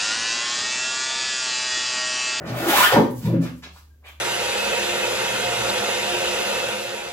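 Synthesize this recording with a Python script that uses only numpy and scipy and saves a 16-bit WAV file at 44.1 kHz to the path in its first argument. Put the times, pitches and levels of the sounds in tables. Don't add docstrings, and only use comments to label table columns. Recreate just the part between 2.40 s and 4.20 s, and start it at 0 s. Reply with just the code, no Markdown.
import sys
import numpy as np
from scipy import signal
from scipy.fft import rfft, irfft, next_fast_len
from scipy.io import wavfile
from scipy.ndimage import map_coordinates

SR = 44100
rng = np.random.default_rng(int(sys.argv[2]) if len(sys.argv) > 2 else 0)


def amplitude_ratio(level_db):
    exponent = np.asarray(level_db, float) / 20
    return 10 ** exponent


def digitize_waveform(pressure):
    field = np.atleast_2d(pressure).T
    bounded = np.clip(field, -1, 1)
    quanta = np.round(bounded * 32767).astype(np.int16)
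    wavfile.write(sys.argv[1], SR, quanta)


N = 79380
T = np.arange(N) / SR

# time in seconds, chatter rate in Hz, chatter level in dB,
# shaving hiss level in dB, sole rumble level in dB.
PLANE_STROKE = [
    (0, 193, -75.5, -96, -38),
    (0.059, 217.5, -42, -58, -35.5),
    (0.179, 299.4, -49, -38, -32.5),
    (.3, 343.1, -29.5, -22, -23),
    (.335, 761, -22, -20, -36),
    (.36, 960, -19, -21.5, -37),
    (.41, 1024, -13, -20.5, -38),
    (.45, 1600, -12.5, -24.5, -44.5),
    (0.477, 1758, -27.5, -24, -25),
]
# frequency in Hz, level in dB.
SHAVING_COLOUR = [(300, -32), (700, -5.5), (1500, -3), (2300, -5), (3300, -5.5), (5500, -11), (8500, -9),
                  (15800, -8.5)]
# frequency in Hz, level in dB.
SOLE_COLOUR = [(60, -34.5), (120, -15), (300, -4), (480, -3), (680, 4), (900, -5.5), (1500, -6),
               (4000, -32)]
# centre in Hz, width in Hz, level in dB.
BENCH_MODES = [(122.7, 4.9, -2.5), (170.3, 10, 0), (218, 22, -7.5), (254.5, 18, 1.5), (328.3, 17, -3),
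               (1600, 38, -3.5), (468.4, 18, -19), (544.3, 13, -0.5), (816, 30, -17.5), (878, 42, -5.5),
               (944, 30, -15.5), (1236.7, 40, -2), (1423, 31, -13.5), (1834, 110, 0.5)]
# start in seconds, level in dB, contact length in seconds, rattle rate in Hz,
# looseness of that rate from 0 to 1.
THUMP_EVENTS = [(.09, -33, 0.048, 119.5, 0.1), (0.16, -27.5, 0.022, 596, 0.05),
                (0.52, -16, 0.054, 865, 0.13), (0.52, -16.5, .075, 545, .1), (.53, -24.5, 0.05, 150, .2),
                (.55, -18.5, 0.058, 246, 0.26), (.555, -18.5, 0.042, 950, .15), (.54, -19, .1, 400, .25),
                (0.63, -56, 0.019, 872, 0.17), (0.86, -26.5, 0.058, 122.5, 0.03),
                (0.83, -25, 0.049, 167.4, 0.14), (0.84, -37.5, 0.052, 943, .05),
                (.86, -28.5, 0.049, 450, 0.4), (.91, -27.5, 0.071, 123, 0.03), (.93, -26.5, 0.058, 165, .1),
                (0.702, -39.5, .1, 136, 0.15), (0.5, -21, .065, 1350, 0.3), (0, -38, 0.06, 158, 0.37),
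                (0.918, -28.5, 0.048, 328, .06), (.925, -30, 0.091, 258, .05), (.927, -25, 0.016, 540, .08),
                (1.022, -31.5, 0.019, 550, 0.09), (1.015, -42, 0.058, 400, 0.2)]
# start in seconds, level in dB, swell in seconds, centre in Hz,
# breadth in octaves.
SCUFF_EVENTS = [(0.046, -41, 0.051, 3000, 1.7), (.505, -22.5, 0.026, 1900, 2.5),
                (.84, -48, 0.13, 720, 1.74), (0.83, -56.5, .05, 12000, 0.77),
                (1.14, -57.5, 0.051, 9000, 0.91), (0.7, -41, 0.011, 11000, 0.71),
                (0.74, -42.5, .05, 12500, 1.8), (0.7916, -42.5, 0.072, 1400, 4.8),
                (.35, -25.5, 0.05, 12000, 1.2), (1, -41.5, 0.046, 5200, 2.4),
                (1.045, -42.5, 0.025, 1250, 1.4), (1.0, -46, 0.061, 1060, 1.4),
                (1.22, -39.5, .022, 2350, 1.5), (1.3, -53.5, 0.0888, 6040, 1.95),
                (1.225, -53, .05, 420, 1.5), (1.337, -55, 0.036, 1020, 0.75),
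                (1.47, -71.5, 0.0502, 1600, 0.027), (1.635, -46.5, 0.043, 2340, 0.73),
                (1.62, -52.5, 0.082, 860, 1.03), (1.679, -54.5, 0.013, 2900, 0.65),
                (1.71, -66.5, 0.026, 600, 1.1), (1.638, -51.5, 0.049, 8000, 1.7)]
# frequency in Hz, level in dB.
AIR_COLOUR = [(25, -23), (60, -14), (100, -24), (160, -31.5), (270, -30.5), (1000, -46.5), (4000, -47),
              (13000, -46.5)]
# frequency in Hz, time to fall 60 dB in seconds.
ROOM_DECAY = [(100, 0.58), (400, 0.42), (1500, 0.34), (5000, 0.38), (14000, 0.39)]
# frequency in Hz, level in dB.
ROOM_LEVEL = [(100, -5), (400, -4), (1000, -0.5), (3000, 4.85), (14000, -0.4)]
# frequency in Hz, level in dB.
DIRECT_LEVEL = [(100, -0.7), (400, 0.5), (1000, -2.5), (3000, -5), (14000, -4.5)]
# frequency in Hz, likeness from 0 to 1.
STEREO_LIKENESS = [(130, 0.94), (300, .85), (640, 0.37), (1400, .2), (3000, .01)]
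# frequency in Hz, level in dB.
MICROPHONE_COLOUR = [(40, -1.5), (100, 6.22), (1000, 4.42), (4000, 1.3), (7500, -0.2), (9000, -7),
                     (11000, 1.25), (15000, 1.5)]

FADE_S = 0.0034
CHATTER_JITTER, CHATTER_SPREAD = 0.075, 0.3
LOOSE_DB, SCATTER_DB = -8, 5.5
IRON_HZ, IRON_WIDTH_HZ, OVERTONE_DB = 3160, 770, -7
TEAR_DB, GRIT_DB = 1.8, 4
BROAD_DB = -11
HUM_HZ, HUM_DB = 74.7, -51
HUM_DRIFT, HUM_SWAY_DB = 0.012, 1.8
AIR_DB = -63.5
LAG_S = 0.00012


def unit(x):
    return x / np.sqrt(np.mean(x ** 2) + 1e-20)


def along(points, hz):
    f, value = np.transpose(points)
    return np.interp(np.log(hz + 1), np.log(f + 1), value)


def wobble(rate):
    return map_coordinates(rng.standard_normal(N // 8), [T * rate])


def filtered(x, response):
    m = next_fast_len(N + SR)
    spectrum = rfft(x, m) * response(np.fft.rfftfreq(m, 1 / SR))
    return irfft(spectrum, m)[..., :N]


def noise(response):
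    return unit(filtered(rng.standard_normal(N), response))


def gritty(response):
    grains = amplitude_ratio(GRIT_DB * wobble(1200)) * rng.standard_normal(N)
    return unit(filtered(grains, response))


def shaking(hz, loose, rate):
    return 2 * np.pi * np.cumsum(hz * (1 + loose * wobble(rate))) / SR


def release(end):
    return np.exp(-np.clip(T - end, 0, None) / FADE_S)


def resonance(f, centre, width):
    return 1j * f * width / (centre ** 2 - f * f + 1j * f * width)


def bench(force):
    def response(f):
        total = amplitude_ratio(BROAD_DB)
        for k, (centre, width, db) in enumerate(BENCH_MODES):
            total = total + (-1) ** k * amplitude_ratio(db) * resonance(f, centre, width)
        return total

    return amplitude_ratio(5) * filtered(force, response)


def plane():
    s, *columns = np.transpose(PLANE_STROKE)
    rate, chatter_db, hiss_db, rumble_db = [np.interp(T, s, column) for column in columns]
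    on = release(s[-1])
    phase = shaking(rate, CHATTER_JITTER, 200)
    loose_phase = shaking(rate, CHATTER_SPREAD, 900)
    bites = np.sin(phase) + amplitude_ratio(LOOSE_DB) * np.sin(loose_phase)
    chatter = unit(amplitude_ratio(SCATTER_DB * wobble(121.52)) * bites)
    rumble = noise(lambda hz: amplitude_ratio(along(SOLE_COLOUR, hz)))
    wood = bench(on * (amplitude_ratio(chatter_db) * chatter + amplitude_ratio(rumble_db) * rumble))
    overtone = on * amplitude_ratio(chatter_db + OVERTONE_DB) * np.sin(2 * phase)
    iron = filtered(overtone, lambda f: resonance(f, IRON_HZ, IRON_WIDTH_HZ) ** 2)
    hiss = amplitude_ratio(TEAR_DB * wobble(45)) * gritty(lambda hz: amplitude_ratio(along(SHAVING_COLOUR, hz)))
    return iron + on * amplitude_ratio(hiss_db) * hiss + wood


def thumps():
    force = np.zeros(N)
    for start, db, length, hz, loose in THUMP_EVENTS:
        shove = np.clip((T - start) / FADE_S, 0, 1) * release(start + length)
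        rattle = np.sin(shaking(hz, loose, hz / 2))
        force += amplitude_ratio(db + 3.1 * wobble(60)) * shove * rattle
    return bench(force)


def paired(pair):
    def shares(hz):
        turn = np.arccos(np.clip(along(STEREO_LIKENESS, hz), -1, 1)) / 2
        return np.array([np.cos(turn), np.sin(turn)])

    mid, side = filtered(pair, shares)
    return np.array([mid + side, mid - side])


def fan():
    phase = shaking(HUM_HZ, HUM_DRIFT, 12)
    hum = np.sin(phase) * amplitude_ratio(HUM_DB + HUM_SWAY_DB * wobble(21))
    air = [noise(lambda hz: amplitude_ratio(along(AIR_COLOUR, hz))) for side in "LR"]
    return hum + amplitude_ratio(AIR_DB) * paired(np.array(air))


def scuffs():
    total = np.zeros(N)
    for start, db, length, centre, octaves in SCUFF_EVENTS:
        swell = np.sin(np.pi / 2 * np.clip((T - start) / length, 0, 1)) * release(start + length)
        rub = gritty(lambda f: np.exp(-(np.log2((f + 1) / centre) / octaves) ** 2))
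        total += amplitude_ratio(db) * swell * rub
    return total


def workshop(x):
    length = SR * 2 // 3
    hz, t, z = signal.stft(rng.standard_normal((2, length)), SR, nperseg=256)
    decay_db = -60 * t / along(ROOM_DECAY, hz)[:, None]
    energy = np.linalg.norm(amplitude_ratio(decay_db), axis=1)[:, None]
    z = z * amplitude_ratio(decay_db + along(ROOM_LEVEL, hz)[:, None]) / energy
    tail = paired(signal.istft(z, SR, nperseg=256)[1])[:, :length] / np.sqrt(128)
    delayed = np.pad(x, (150, 0))
    wet = signal.fftconvolve(delayed[None], tail, axes=1)[:, :N]
    sides = np.array([[1], [-1]])
    direct = filtered(x, lambda f: amplitude_ratio(along(DIRECT_LEVEL, f)) * np.exp(1j * np.pi * f * LAG_S * sides))
    return wet + direct


def scene():
    return workshop(plane() + thumps() + scuffs()) + fan()


def top_cut(x):
    return signal.sosfilt(signal.butter(12, 16790, fs=SR, output="sos"), x)


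def record(dry):
    top_hz = 15830
    mix = filtered(dry, lambda hz: amplitude_ratio(along(MICROPHONE_COLOUR, hz)) * (hz < top_hz))
    return top_cut(mix)


dry = scene()
out = record(dry)
digitize_waveform(out)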